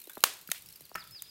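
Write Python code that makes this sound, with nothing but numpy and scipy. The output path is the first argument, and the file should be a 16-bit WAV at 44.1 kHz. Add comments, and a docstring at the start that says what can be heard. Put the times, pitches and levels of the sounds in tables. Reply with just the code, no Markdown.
"""A loud plastic snap over the ticking of a freewheel: a cyclist sets off on a quiet mountain road.
The shoe cleat snaps into the pedal, the sprung catch clicks, the sole knocks and scrapes,
and small jolts thud through the bike. The pawls tick unevenly, further apart towards the end.
Roadside trees scatter the clicks back; a small bird pips, then sings falling whistles over faint air."""
import sys
import numpy as np
from scipy import signal
from scipy.fft import rfft, irfft, next_fast_len
from scipy.io import wavfile
from scipy.ndimage import map_coordinates

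SR = 44100
rng = np.random.default_rng(int(sys.argv[2]) if len(sys.argv) > 2 else 0)


def transcribe(signal):
    """Save signal, clipped to [-1, 1], as a 16-bit WAV file at the path in sys.argv[1]."""
    frames = np.atleast_2d(signal).T
    limited = np.clip(frames, -1, 1)
    pcm = np.round(limited * 32767).astype(np.int16)
    wavfile.write(sys.argv[1], SR, pcm)


N = 57330
T = np.arange(N) / SR
TREE_DELAY_S, ROADSIDE_DELAY_S = 0.012, 0.03

# Contact noise of cleat and catch: freq_hz, density_db
CRACK_SPECTRUM = [(100, -42.5), (600, -11), (2200, 6), (4500, 1.5), (9000, 1.5), (15000, 4.5)]


def amp(db):
    """Decibels to gain."""
    return 10 ** (np.asarray(db) / 20)


def unit_rms(x):
    """Scale to rms 1."""
    return x / np.sqrt(np.mean(x ** 2) + 1e-20)


def log_interp(points, hz):
    """Interpolate (freq_hz, value) points on a log axis."""
    freqs_hz, values = np.transpose(points)
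    return np.interp(np.log(hz + 1), np.log(freqs_hz + 1), values)


def filtered(x, response):
    """Zero-phase filter with gain response(hz)."""
    size = next_fast_len(2 * N)
    return irfft(rfft(x, size) * response(np.fft.rfftfreq(size, 1 / SR)), size)[:N]


def highpass(x, hz):
    """Small parts radiate little bass."""
    return signal.sosfilt(signal.butter(2, hz, 'high', fs=SR, output='sos'), x)


def tilted(x, db_per_octave):
    """Tilt the spectrum about the mid treble."""
    return filtered(x, lambda hz: amp(db_per_octave * np.log2((hz + 200) / 6000)))


def noise(spectrum):
    """Coloured noise, rms 1."""
    gain = amp(log_interp(spectrum, np.fft.rfftfreq(N, 1 / SR)))
    return unit_rms(irfft(rfft(rng.standard_normal(N)) * gain, N))


def wobble(knots_per_s):
    """Smooth random curve, rms about 1."""
    return map_coordinates(rng.standard_normal(N), [T * knots_per_s])


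def add(out, start_s, x):
    """Mix x into out at start_s."""
    i = max(0, round(start_s * SR))
    out[i:i + len(x)] += x[:N - i]


def envelope(rise_s, t60_s):
    """Quick rise, exponential decay."""
    return (1 - np.exp(-(T / rise_s) ** 2)) * amp(-60 * T / t60_s)


def ring(modes, rise_s):
    """Damped modes of a struck part, alternating in sign; rms about 1 before rise and decay."""
    hz, width_hz, db = np.transpose(modes)[:, :, None]
    t = T[:SR // 8]
    weights = amp(db) * width_hz * (-1) ** np.arange(len(hz))[:, None]
    waves = weights * np.exp(-np.pi * width_hz * t) * np.sin(2 * np.pi * hz * t)
    attack = 1 - np.exp(-(T / rise_s) ** 2)
    return np.pad(waves.sum(0), (0, N - len(t))) * attack / np.sqrt(np.sum(weights ** 2) / 2)


def trees():
    """Diffuse impulse response of the roadside trees, energy 1."""
    # Scatter colour: freq_hz, level_db
    colour = [(100, -15.5), (500, -3), (1300, -0.5), (2000, 0), (3300, 2.5), (6000, -2), (14000, -0.5)]
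    # Scatter decay: freq_hz, t60_s
    decay = [(200, 0.36), (1200, 0.41), (3500, 0.36), (8000, 0.38), (15000, 0.16)]
    hz, t, bins = signal.stft(rng.standard_normal(SR // 2), SR, nperseg=256)
    gain_db = log_interp(colour, hz)[:, None] - 60 * t / log_interp(decay, hz)[:, None]
    tail = signal.istft(bins * amp(gain_db), SR, nperseg=256)[1]
    return tail / np.linalg.norm(tail)


def with_trees(x, wet_db):
    """Direct sound plus scatter from the trees."""
    out = x.copy()
    add(out, TREE_DELAY_S, amp(wet_db) * signal.fftconvolve(x, trees())[:N])
    return out


def with_guard_rail(x, echo_db, cutoff_hz=4500):
    """Direct sound plus one dull echo from the guard rail."""
    out = x.copy()
    add(out, ROADSIDE_DELAY_S, amp(echo_db) * filtered(x, lambda hz: 1 / (1 + (hz / cutoff_hz) ** 4)))
    return out


def air():
    """Faint hiss and uneven low rumble of moving air."""
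    # Air noise colours: freq_hz, density_db
    hiss_spectrum = [(25, -16), (150, -10), (400, -4), (650, -11), (1500, -9.5), (2500, -8), (4300, -8),
                     (6000, -10), (13000, -8), (15700, -8)]
    rumble_spectrum = [(25, -17), (70, -5.5), (170, -5), (400, -40)]
    # Air noise contours: time_s, level_db
    hiss_levels = [(0, -59.5), (.7, -58), (.9, -60.5), (1.1, -59)]
    rumble_levels = [(.4, -80), (0.941, -72.5), (0.975, -54), (1.1, -71)]
    hiss = noise(hiss_spectrum) * amp(np.interp(T, *np.transpose(hiss_levels)))
    rumble_db = np.interp(T, *np.transpose(rumble_levels))
    return hiss + noise(rumble_spectrum) * amp(rumble_db + 4.9 * wobble(knots_per_s=20.46))


def bird(end_hz=2950, waver_per_s=300, waver_share=.014, pip_width_s=.0013, pip_fall_hz_per_s=200000):
    """Short falling pips and wavering whistles that swell and plunge; the hillside blurs the whistles."""
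    # Whistles: start_s, length_s, level_db, top_hz, bend (higher holds the pitch longer)
    whistles = [(.834, .033, -53.5, 4900, 2.2), (.972, .061, -44.5, 5250, 2.8), (1.108, .098, -43, 5150, 4),
                (1.262, .06, -50, 5100, 4)]
    # Whistle contour: length_share, level_db
    contour = [(0, -19), (.2, -7), (.38, -6.5), (.58, 0), (.79, -10), (.91, -3.5), (1, -13)]
    # Pips: centre_s, level_db, pitch_hz
    pips = [(.671, -51, 5430), (.689, -45.5, 5370), (.740, -48, 5300), (0.758, -49.5, 5130),
            (.800, -53, 5500), (0.896, -49.5, 4540), (.945, -40, 5450)]
    out = np.zeros(N)
    for start_s, length_s, db, top_hz, bend in whistles:
        n = round(length_s * SR)
        progress = np.linspace(0, 1, n)
        hz = top_hz + (end_hz - top_hz) * progress ** bend
        hz *= 1 + waver_share * progress * wobble(waver_per_s)[:n]
        level_db = db + np.interp(progress, *np.transpose(contour)) + wobble(waver_per_s)[:n]
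        tone = np.sin(2 * np.pi * np.cumsum(hz) / SR)
        add(out, start_s, amp(level_db) * signal.windows.tukey(n, .1) * tone)
    hillside = rng.standard_normal(N) * envelope(rise_s=0.0044, t60_s=0.1)
    echo = signal.fftconvolve(out, hillside / np.linalg.norm(hillside))[:N]
    add(out, start_s=0.064, x=amp(-9.5) * echo)
    for centre_s, db, hz in pips:
        t = T - centre_s
        chirp = np.sin(2 * np.pi * t * (hz - pip_fall_hz_per_s * t / 2))
        out += amp(db) * np.exp(-(t / pip_width_s) ** 2) * chirp
    return with_trees(out, wet_db=-11)


def freewheel(rise_s=0.00065, steel_hz=4000, steel_db=-12.5, second_lag_s=.0125, second_db=-8.5):
    """Each pawl drop is a bright rasp with a faint steel ring; a second pawl follows, softer, uneven."""
    # Pawl drops: start_s, level_db
    ticks = [(.0005, -41.5), (.0162, -39.5), (0.0396, -39), (.0712, -41), (.0955, -35.5), (0.1158, -44),
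             (0.1327, -40.5), (0.153, -39.5), (.178, -41), (0.2046, -40), (0.227, -42), (.336, -39.5),
             (.3685, -44), (0.3887, -45), (0.412, -42), (0.474, -37.5), (.5, -37.5), (0.578, -42),
             (.608, -49), (0.6213, -42.5), (0.6594, -42.5), (0.687, -42.5), (.704, -45), (.7245, -41.5),
             (0.7584, -40), (0.7959, -55.5), (0.8067, -41), (0.8245, -58), (0.853, -43.5), (0.892, -46),
             (.9917, -46.5), (1.0391, -44.5), (1.0731, -44), (1.1092, -42.5)]
    # Pawl rasp: freq_hz, density_db
    rasp_spectrum = [(600, -59), (2500, 3), (3900, -4), (5500, -2), (8000, 1.5), (10000, 4), (13000, 10),
                     (15500, 4)]
    out = np.zeros(N)
    rasp_shape = envelope(rise_s, t60_s=0.027)
    steel_shape = envelope(rise_s, t60_s=0.058)
    for (start_s, db), (late, loud, sharp) in zip(ticks, rng.standard_normal((len(ticks), 3))):
        steel = amp(steel_db) * steel_shape * np.sin(2 * np.pi * steel_hz * (1 + sharp / 10) * T)
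        add(out, start_s, amp(db) * (rasp_shape * noise(rasp_spectrum) + steel))
        second_pawl = amp(db + second_db + 2 * loud) * rasp_shape * noise(rasp_spectrum)
        add(out, start_s + second_lag_s * (1 + late / 10), second_pawl)
    return with_trees(out, wet_db=-18.5)


def jolts(rise_s=0.00043, fall_s=0.001457):
    """Dull thuds through the bike; highs arrive before lows."""
    # Thuds: start_s, level_db, start_hz, end_hz, decay_s
    thuds = [(0.0746, -41, 720, 307, 0.0043), (0.1707, -32, 2076, 223, 0.0043),
             (0.177, -24.5, 820, 248, 0.00066), (0.4904, -32.5, 1790, 1220, 0.0017),
             (0.491, -40, 500, 163, 0.0069), (.8085, -47.5, 1020, 253, 0.0035),
             (0.9158, -35.5, 1460, 248, 0.0018)]
    out = np.zeros(N)
    for start_s, db, start_hz, end_hz, decay_s in thuds:
        hz = end_hz + (start_hz - end_hz) * np.exp(-T / fall_s)
        shape = np.exp(-T / decay_s) * (1 - np.exp(-T / rise_s))
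        add(out, start_s, amp(db) * shape * np.sin(2 * np.pi * np.cumsum(hz) / SR))
    return with_trees(out, wet_db=-18)


def shoe(grit_per_s=700, grit_db=1.5):
    """The stiff sole knocks hollowly with a scuff, and scrapes on gritty asphalt."""
    # Sole knocks: start_s, level_db
    knocks = [(0.9518, -37.5), (0.9555, -29.5), (.9600, -42.5)]
    # Sole modes: freq_hz, width_hz, level_db
    modes = [(152, 29, -5), (354, 27, -4), (801, 65, 4), (987, 48, -1), (1315, 46, 3.5), (1490, 22, -6.5),
             (1812, 18, 4.5), (2310, 310, -10.5)]
    # Scuff noise: freq_hz, density_db
    scuff_spectrum = [(100, -44), (800, 7), (2000, 3.5), (3300, -9.5), (6000, -8), (9000, -13.5),
                      (15000, -6.5)]
    # Sole scrapes: start_s, level_db, centre_hz
    scrapes = [(0.095, -47, 1550), (.978, -44, 1810), (1.145, -53, 2600)]
    out = np.zeros(N)
    for start_s, db in knocks:
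        scuff = amp(4) * noise(scuff_spectrum) * envelope(rise_s=0.00048, t60_s=0.022)
        add(out, start_s, amp(db) * (ring(modes, rise_s=0.00044) + scuff))
    for start_s, db, hz in scrapes:
        band = noise([(hz / 4, -20), (hz, 0), (hz * 2, -20), (hz * 4, -30)])
        grit = unit_rms(band * amp(grit_db * wobble(grit_per_s)))
        add(out, start_s, amp(db) * grit * envelope(rise_s=0.0017, t60_s=0.079))
    return with_trees(out, wet_db=-11.5)


def catch(ring_db=-5, rattle_db=-17, scatter_db=-5, bank_db=-33):
    """The sprung catch clicks: sharp contact, ring, fine rattle; trees, rail and bank echo it."""
    # Catch clicks: start_s, level_db, tilt_db_per_octave
    clicks = [(.5102, -36, 0), (.5156, -14, 0), (.5172, -11, -.5), (1.2220, -24.5, 3.5)]
    # Catch modes: freq_hz, width_hz, level_db
    modes = [(680, 200, -5), (1370, 185, 2), (1854, 400, 3), (2500, 1040, 0), (3090, 95, 3), (3795, 250, 3),
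             (4440, 110, -1), (6350, 156, 9), (6990, 110, 5), (8380, 500, 6.5), (11340, 190, 7.5),
             (11960, 86, 3), (14800, 240, -5.5)]
    # Echo of the overgrown bank: freq_hz, density_db
    bank_spectrum = [(800, -31), (3100, -8), (6500, -23.5)]
    out, scatter = np.zeros(N), np.zeros(N)
    ringing = amp(ring_db) * ring(modes, rise_s=0.00005)
    for start_s, db, db_per_octave in clicks:
        contact = noise(CRACK_SPECTRUM) * envelope(rise_s=0.00005, t60_s=0.0019)
        rattle = amp(rattle_db) * noise(CRACK_SPECTRUM) * envelope(rise_s=0.0012, t60_s=0.026)
        add(out, start_s, amp(db) * tilted(contact + rattle + ringing, db_per_octave))
        add(scatter, start_s + TREE_DELAY_S, amp(db + scatter_db) * tilted(trees(), db_per_octave=3))
        bank = noise(bank_spectrum) * envelope(rise_s=0.0067, t60_s=0.16)
        add(scatter, start_s + ROADSIDE_DELAY_S, amp(db + bank_db) * bank)
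    return highpass(with_guard_rail(out, echo_db=-18) + scatter, hz=476)


def cleat(start_s=.2385, ring_db=1, crack_db=-11.5, scatter_db=-2):
    """The cleat snaps home: a very short plastic ring over a crack, thrown back by rail and trees."""
    # Cleat modes: freq_hz, width_hz, level_db
    modes = [(485, 172, -4), (1146, 260, 6.5), (1460, 370, 3), (2355, 24, -8.5), (2830, 230, -2),
             (4143, 390, 4), (5270, 605, 3.5), (6570, 350, 2), (7320, 440, -4.5), (8630, 420, -4.5),
             (10020, 330, -3.5), (11970, 510, 0.5), (13560, 130, -6.5), (15120, 420, 1.5)]
    out = np.zeros(N)
    crack = amp(crack_db) * noise(CRACK_SPECTRUM) * envelope(rise_s=0.000255, t60_s=0.026)
    add(out, start_s, amp(ring_db) * ring(modes, rise_s=0.00048) + crack)
    out = with_guard_rail(out, echo_db=-23.5)
    add(out, start_s + TREE_DELAY_S, amp(scatter_db) * trees())
    return highpass(out, hz=70)


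def scene():
    """Mono mix; freewheel and air stop at 15850 Hz."""
    faint = filtered(freewheel() + air(), lambda hz: hz < 15850)
    return (cleat() + catch() + shoe() + jolts() + bird() + faint)[None]


def record(dry):
    """Steep low-pass at 15950 Hz."""
    return filtered(dry[0], lambda hz: 1 / np.sqrt(1 + (hz / 15950) ** 160))[None]


dry = scene()
out = record(dry)
transcribe(out)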